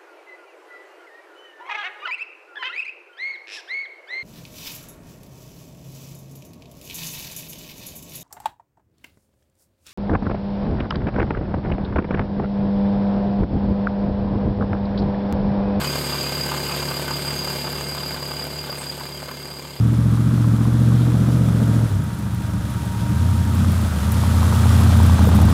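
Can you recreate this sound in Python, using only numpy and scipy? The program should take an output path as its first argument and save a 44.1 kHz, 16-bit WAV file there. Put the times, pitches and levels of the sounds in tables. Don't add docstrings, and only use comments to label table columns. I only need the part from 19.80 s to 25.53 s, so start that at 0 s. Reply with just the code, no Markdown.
import sys
import numpy as np
from scipy import signal
from scipy.fft import rfft, irfft, next_fast_len
from scipy.io import wavfile

SR = 44100
rng = np.random.default_rng(int(sys.argv[2]) if len(sys.argv) > 2 else 0)


def int16_out(signal):
    q = np.round(np.clip(np.atleast_2d(signal).T, -1, 1) * 32767)
    wavfile.write(sys.argv[1], SR, q.astype(np.int16))


N = 252693
TIME = np.arange(N) / SR

# (time [s], speed [rpm])
ENGINE_SPEED = [(0, 1715), (.2, 1760), (.35, 1730), (.5, 1797), (.72, 1713), (.97, 1803), (1.1, 1772),
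                (1.23, 1830), (1.4, 1755), (1.57, 1840), (1.73, 1691), (1.87, 1735), (2.03, 1680),
                (2.11, 1470), (2.2, 1430), (2.3, 1127), (2.8, 1015), (3.02, 1114), (3.16, 975),
                (3.48, 1331), (3.66, 1235), (3.83, 1328), (4.1, 1219), (4.2, 1085), (4.35, 1255),
                (4.6, 1247), (4.8, 1266), (5.3, 1258), (5.45, 1223), (5.73, 1215)]
def engine_cycle(hunt_cycles=.003, hunt_per_s=9):
    cycle_hz = in_time(ENGINE_SPEED)[0] / 120
    return np.cumsum(cycle_hz) / SR + hunt_cycles * drift(hunt_per_s), cycle_hz


# (pulling [dB], otherwise [dB])
CYLINDERS = [(-9, -1.1), (0, 0), (-10, -4.6), (-5, -3.6), (0, -.2), (-11, -2.5), (1.5, -5.8), (1, -1.3)]
def firings(cycle, scatter_db):
    slot = np.floor(cycle * len(CYLINDERS)).astype(int)
    onsets = np.flatnonzero(np.diff(slot)) + 1
    cylinder_db = np.mean(CYLINDERS, axis=1)[slot[onsets] % len(CYLINDERS)]
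    clicks = np.zeros(N)
    clicks[onsets] = from_db(cylinder_db + scatter_db * rng.standard_normal(1000)[:len(onsets)])
    return clicks


# (time [s], pulling [0-1], idling [0-1], unevenness [dB])
DRIVE = [(2.03, 1, 0, -20), (2.3, 0, 1, -7), (3.2, 0, 1, -7), (3.45, 0, 0, -16), (4.15, 0, 0, -12),
         (4.45, 0, 0, -21), (5.25, 0, 0, -21), (5.5, 0, 0, -12)]
# (time [s], relative level [dB])
BOOM = [(0, -15), (2.03, -15), (2.17, -17), (2.3, -26), (3.2, -23), (3.42, -15), (3.7, -17), (3.87, -16),
        (4.17, -20.5), (4.36, -15), (4.65, -15), (4.98, -11), (5.33, -11), (5.45, -11.5), (5.73, -14)]
# (time [s], depth [dB], half width [s])
STUMBLES = [(2.095, 11, 0.022), (5.378, 11, .012)]
def exhaust(cycle, cycle_hz, tone_db=-.48, lumps_db=4.5, lope_db=2.2, lope_phase=.78):
    pull, idle, uneven_db = in_time(DRIVE)
    lope = pull * np.cos(2 * np.pi * (cycle - lope_phase))
    growl_db = at_microphone_db(-20.5, idle_db=-8.5, pull_db=9, falloff=.8651, side_db=2.5)
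    growl = from_db(growl_db + lope_db * lope)
    boom = from_db(in_time(BOOM)[0])
    uneven = np.clip(from_db(uneven_db), 0, .9)
    even = np.sqrt(1 - uneven ** 2)
    tone = from_db(tone_db) * even * exhaust_tone(cycle, cycle_hz, pull, idle, boom, growl)
    lumps = from_db(lumps_db) * uneven * np.hypot(boom, growl) * exhaust_lumps(cycle)
    falter_db = sum(depth * np.exp(-((TIME - s) / width) ** 2) for s, depth, width in STUMBLES)
    return (tone + lumps) * from_db(-falter_db)


# (multiple of the cycle rate, pulling [dB], idling [dB], crawling [dB])
HARMONICS = [(5, -7, -31, -22), (8, 5.5, -7.5, -1.5), (9, -14.5, -37, -17), (10, -25, -10.5, -10),
             (11, -7, -9, -8.5), (12, -24, -8, -21), (13, -12.5, -3.5, -16), (14, -19.5, -9, -13.5),
             (15, -10.5, -11, -25), (16, -19, -33, -41), (17, -24, -25, -12), (18, -30, -37, -15.5),
             (19, -15, -26, -17), (20, -23.5, -17, -32), (21, -21, -18, -7), (22, -29, -0.5, -18),
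             (23, -29, -9, -20), (25, -42, -23, -19), (26, -30, -21, -20), (31, -36, -26, -55),
             (32, -29, -14, -30)]
def exhaust_tone(cycle, cycle_hz, pull, idle, boom, growl, muffler_hz=128, boom_edge_hz=140):
    throb_lead_s, burble_rad_per_100_hz = .007, .16
    cycle = cycle + throb_lead_s * (1 - pull) * cycle_hz
    muffler_q = .55 + 12 * (1 - pull)
    pattern = np.fft.fft(from_db(CYLINDERS), axis=0)
    drive_shares = np.clip([pull, idle, 1 - pull - idle], 0, 1)
    bands, power = np.zeros((2, N)), np.zeros((2, N))
    for multiple, *levels_db in HARMONICS:
        k = round(multiple)
        hz = k * cycle_hz
        gain = from_db(levels_db) @ drive_shares
        loaded, light = pattern[k % len(pattern)]
        phase = np.angle(light) + pull * np.angle(loaded / light)
        phase -= np.arctan(muffler_q * (hz / muffler_hz - muffler_hz / hz))
        phase += .71 * idle * drift(3.8)
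        phase += burble_rad_per_100_hz * hz / 100 * pull * drift(17)
        waver_db = (1.2 + .9 * idle) * drift(7.6)
        wave = gain * from_db(waver_db) * np.cos(2 * np.pi * k * cycle + phase)
        growl_share = np.clip((hz - boom_edge_hz) / 20 + .5, 0, 1)
        for band, share in enumerate((1 - growl_share, growl_share)):
            bands[band] += share * wave
            power[band] += share * gain ** 2 / 2
    return boom * bands[0] / np.sqrt(power[0]) + growl * bands[1] / np.sqrt(power[1])


# (pitch [Hz], width [Hz], relative level [dB])
PIPE_MODES = [(50, 41, -13.5), (96.7, 22.7, -1), (104.6, 14.7, 0), (147, 40, -7), (181.8, 49.4, -1.5),
              (217.6, 33.5, -6), (293.7, 16.7, -11.5)]
def exhaust_lumps(cycle, muffler_band_hz=(45, 330)):
    pulses = firings(cycle, scatter_db=2) * np.tanh(2 * rng.standard_normal(N))
    pipe = sum((-1) ** i * from_db(db) * resonate(pulses, hz, width)
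               for i, (hz, width, db) in enumerate(PIPE_MODES))
    return unit_power(butterworth(pipe, 4, muffler_band_hz, "band"))


# (frequency [Hz], relative level [dB])
RASP_COLOUR = [(200, 12.5), (300, 3.5), (450, 0), (640, 0), (820, -11.5), (1050, -20), (1600, -24),
               (3000, -60)]
# (time [s], added level [dB])
RASP_SWELL = [(.8, -2.5), (1.3, 1.5), (2.0, 2), (2.3, 0)]
def exhaust_rasp(cycle, bark_db=4, bark_phase=.84, narrowness=9):
    pull = in_time(DRIVE)[0]
    bark = pull * np.exp(narrowness * (np.cos(2 * np.pi * (cycle - bark_phase)) - 1))
    db = at_microphone_db(-31, idle_db=0, pull_db=6.5, falloff=.9, side_db=0)
    db += in_time(RASP_SWELL)[0] + bark_db * bark
    return from_db(db) * puffs(cycle, RASP_COLOUR, steady=2.2, decay_s=.006, scatter_db=3)


# (time [s], relative level [dB], ring [Hz])
SPITS = [(.308, -28, 1150), (.373, -24.5, 1080), (.509, -25.5, 1130), (.578, -27, 1220),
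         (.644, -23.5, 1080), (.713, -24, 1200), (.784, -26, 1100), (.81, -24, 1230), (.854, -19, 1120),
         (1.121, -22.5, 1100), (1.268, -25, 900), (1.32, -25, 1050), (2.945, -24, 1250), (3.846, -16, 1250),
         (4.437, -15.5, 1000), (4.542, -20, 950), (4.63, -12.5, 1050), (4.725, -12.5, 1000),
         (4.857, -14.5, 880), (5.01, -14.5, 1050), (5.105, -15.5, 780), (5.202, -11, 950),
         (5.296, -12, 950), (5.392, -12, 900), (5.452, -16, 1100), (5.49, -13, 920), (5.552, -17, 1200),
         (5.589, -12, 860), (5.686, -16, 1000)]
# (frequency [Hz], relative level [dB])
SPIT_COLOUR = [(250, -25), (550, 10), (950, 4), (1400, -18), (2200, -37), (6000, 15), (15000, -42)]
def joint_spits(decay_s=.0035, puff_db=-13, width_hz=160, soften_hz=2200):
    wall = sum(ring(clicks_at([(s, db)]), hz, width_hz) for s, db, hz in SPITS)
    bursts = fade(clicks_at(np.array(SPITS)[:, :2]), decay_s)
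    gas = from_db(puff_db) * bursts * noise(SPIT_COLOUR)
    return butterworth(wall + gas, 2, soften_hz, "low")


# (pitch [Hz], width [Hz], relative level [dB])
COVER_MODES = [(615, 65, -2.5), (745, 70, -3), (860, 60, -.5), (1010, 75, -.5), (1160, 65, -.5),
               (1285, 70, -2.5), (1570, 60, -5)]
def valve_ticks(cycle, scatter_db=4.5, exhaust_lag_cycles=.045):
    covers = 0
    for hz, width, db in COVER_MODES:
        ticks = firings(cycle, scatter_db) + firings(cycle - exhaust_lag_cycles, scatter_db)
        covers = covers + from_db(db) * ring(ticks * rng.choice([-1, 1], N), hz, width)
    level_db = at_microphone_db(-33.6, idle_db=-3, pull_db=1, falloff=1.05, side_db=-.5)
    return from_db(level_db) * unit_power(covers)


# (frequency [Hz], relative level [dB])
CLATTER_COLOUR = [(500, -22), (800, -3), (1000, -5.5), (1280, 2), (1600, -2.5), (1900, -12), (2400, -13),
                  (4000, -70)]
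def valve_clatter(cycle):
    db = at_microphone_db(-33.5, idle_db=0, pull_db=3, falloff=.98, side_db=-4)
    return from_db(db) * puffs(cycle, CLATTER_COLOUR, steady=2.6, decay_s=.011, scatter_db=4)


# (frequency [Hz], relative level [dB])
HISS_COLOUR = [(1120, -36), (1900, -0.5), (2190, -7.5), (2370, -4), (3060, -4), (3370, -1.5), (4540, -6.5),
               (5040, -6), (5910, -7.5), (10900, -8), (12500, -12.5), (14100, -14), (15600, -15)]
def fan_and_intake(cycle, swish_db=.7, flicker_db=.5, shade_hz=7040, shade_share=.54):
    db = at_microphone_db(-33.5, idle_db=-1, pull_db=2.06, falloff=1.0334, side_db=-2)
    db += swish_db * np.cos(6 * np.pi * cycle) + flicker_db * drift(25)
    hiss = from_db(db) * puffs(cycle, HISS_COLOUR, steady=6, decay_s=.0037, scatter_db=4.5)
    return hiss - shade_share * alongside() * butterworth(hiss, 1, shade_hz, "high")


# (time [s], level [dB], ring [Hz])
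KNOCKS = [(4.728, -23, 480), (5.125, -21, 720), (5.472, -14, 480), (5.532, -21, 620), (5.626, -21, 820)]
def knocks(width_hz=55):
    return sum(ring(clicks_at([(s, db)]), hz, width_hz) for s, db, hz in KNOCKS)


# (time [s], level [dB])
PUMP_LEVEL = [(0, -55), (1.76, -53), (1.87, -46.5), (2.85, -48), (3.15, -42.5), (3.68, -41), (3.87, -53),
              (4.2, -46), (4.52, -41.5), (5.7, -50)]
# (time [s], pitch [Hz])
PUMP_PITCH = [(3.3, 939), (4.5, 932)]
def pump(wobble_hz=2.6, flutter_db=1.6):
    db = in_time(PUMP_LEVEL)[0] + flutter_db * drift(25.07)
    hz = in_time(PUMP_PITCH)[0] + wobble_hz * drift(30)
    return np.sqrt(2) * from_db(db) * np.sin(2 * np.pi * np.cumsum(hz) / SR)


# (time [s], relative level [dB])
CRACKS = [(2.2378, -32), (2.3874, -31), (2.544, -30), (2.9023, -30.5), (3.7474, -27), (3.918, -24.5),
          (4.0143, -30), (4.3181, -17.5), (5.229, -25), (5.2624, -23.5), (5.553, -26), (5.6136, -26.5),
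          (5.652, -26)]
# (frequency [Hz], relative level [dB])
CRUST_COLOUR = [(2000, -25), (6000, -9), (9500, -1.5), (13300, 0), (15600, -3)]
def snow_crust(rise_s=.0012, decay_s=.0045, crack_db=-4.5, grains_per_s=55, grain_db=-43, side_db=7):
    scatter_db = 3 * np.clip(rng.standard_normal(N), -2, 2)
    size_db = grain_db + nearness_db() + side_db * alongside() + scatter_db
    grains = (rng.random(N) < grains_per_s / SR) * from_db(size_db)
    breaks = from_db(crack_db) * clicks_at(CRACKS) + grains
    return (fade(breaks, decay_s) - fade(breaks, rise_s)) * noise(CRUST_COLOUR)


# (time [s], level [dB])
SCUFF_LEVEL = [(.7, -90), (.85, -56), (1.12, -55), (1.19, -46), (1.35, -58), (1.7, -90)]
# (frequency [Hz], relative level [dB])
SCUFF_COLOUR = [(2400, -25), (3250, 0), (3900, -1), (5000, -20)]
def tyre_scuff(grit_db=2.5):
    return from_db(in_time(SCUFF_LEVEL)[0] + grit_db * drift(120)) * noise(SCUFF_COLOUR)


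# (time [s], level [dB])
GUSTS = [(0, -61), (3.3, -58), (5.0, -46), (5.63, -45), (5.7, -33)]
# (frequency [Hz], relative level [dB])
WIND_COLOUR = [(12, -1), (25, 10), (45, 14), (90, -30), (300, -49)]
def wind():
    return from_db(in_time(GUSTS)[0]) * noise(WIND_COLOUR)


# (time [s], distance from the microphone [m])
DISTANCE = [(0, 13), (1.3, 10.5), (2.4, 9.13), (3.4, 6.6), (4.15, 4.7), (5.05, 2.62), (5.73, 2.3)]
def nearness_db(reference_m=3):
    return 20 * np.log10(reference_m / in_time(DISTANCE)[0])


def alongside(passing_s=(4.91, 5.36)):
    return np.interp(TIME, passing_s, [0, 1])


def at_microphone_db(crawl_db, idle_db, pull_db, falloff, side_db, throttle_lead_s=.1):
    idle_rpm, crawl_rpm, pull_rpm = 1065, 1332, 1520
    wanted_rpm = np.interp(TIME + throttle_lead_s, TIME, in_time(ENGINE_SPEED)[0])
    effort_db = np.interp(wanted_rpm, [idle_rpm, crawl_rpm, pull_rpm], [idle_db, 0, pull_db])
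    return crawl_db + effort_db + falloff * nearness_db() + side_db * alongside()


def puffs(cycle, colour, steady, decay_s, scatter_db):
    rush = noise(colour)
    flares = unit_power(fade(firings(cycle, scatter_db), decay_s))
    return unit_power(rush * (steady + flares))


def from_db(db):
    return 10 ** (np.asarray(db) / 20)


def unit_power(x):
    return x / np.sqrt(np.mean(x ** 2) + 1e-20)


def in_time(rows):
    s, *columns = np.transpose(rows)
    return [np.interp(TIME, s, column) for column in columns]


def drift(knots_per_s):
    knots = rng.standard_normal(400)
    return unit_power(np.interp(TIME * knots_per_s, np.arange(len(knots)), knots))


def noise(colour):
    hz, db = np.transpose(colour)
    size = next_fast_len(N)
    bins_hz = np.maximum(np.fft.rfftfreq(size, 1 / SR), 1)
    gain = from_db(np.interp(np.log(bins_hz), np.log(hz), db, left=-90, right=-90))
    return unit_power(irfft(rfft(rng.standard_normal(size)) * gain, size)[:N])


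def butterworth(x, order, hz, kind):
    return signal.sosfilt(signal.butter(order, hz, kind, fs=SR, output="sos"), x)


def resonate(x, hz, width_hz):
    r, w = np.exp(-np.pi * width_hz / SR), 2 * np.pi * hz / SR
    return signal.lfilter(np.array([1, 0, -1]) * (1 - r * r) / 2, [1, -2 * r * np.cos(w), r * r], x + 1e-18)


def ring(clicks, hz, width_hz):
    r, w = np.exp(-np.pi * width_hz / SR), 2 * np.pi * hz / SR
    return signal.lfilter([0, np.sin(w)], [1, -2 * r * np.cos(w), r * r], clicks + 1e-18)


def fade(clicks, decay_s):
    return signal.lfilter([1], [1, -np.exp(-1 / (decay_s * SR))], clicks + 1e-18)


def clicks_at(events):
    s, db = np.transpose(events)
    clicks = np.zeros(N)
    clicks[np.clip((s * SR).astype(int), 0, N - 1)] = from_db(db)
    return clicks


def scene():
    cycle, cycle_hz = engine_cycle()
    tailpipe = exhaust(cycle, cycle_hz) + exhaust_rasp(cycle)
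    engine_bay = valve_clatter(cycle) + fan_and_intake(cycle) + valve_ticks(cycle)
    car = tailpipe + engine_bay + joint_spits() + knocks() + pump()
    return (car + snow_crust() + tyre_scuff() + wind())[None]


def record(dry, ceiling=.75, cutoff_hz=15700):
    rounded = dry / (1 + (dry / ceiling) ** 8) ** (1 / 8)
    return signal.sosfilt(signal.ellip(12, .1, 90, cutoff_hz, fs=SR, output="sos"), rounded)


dry = scene()
out = record(dry)
int16_out(out)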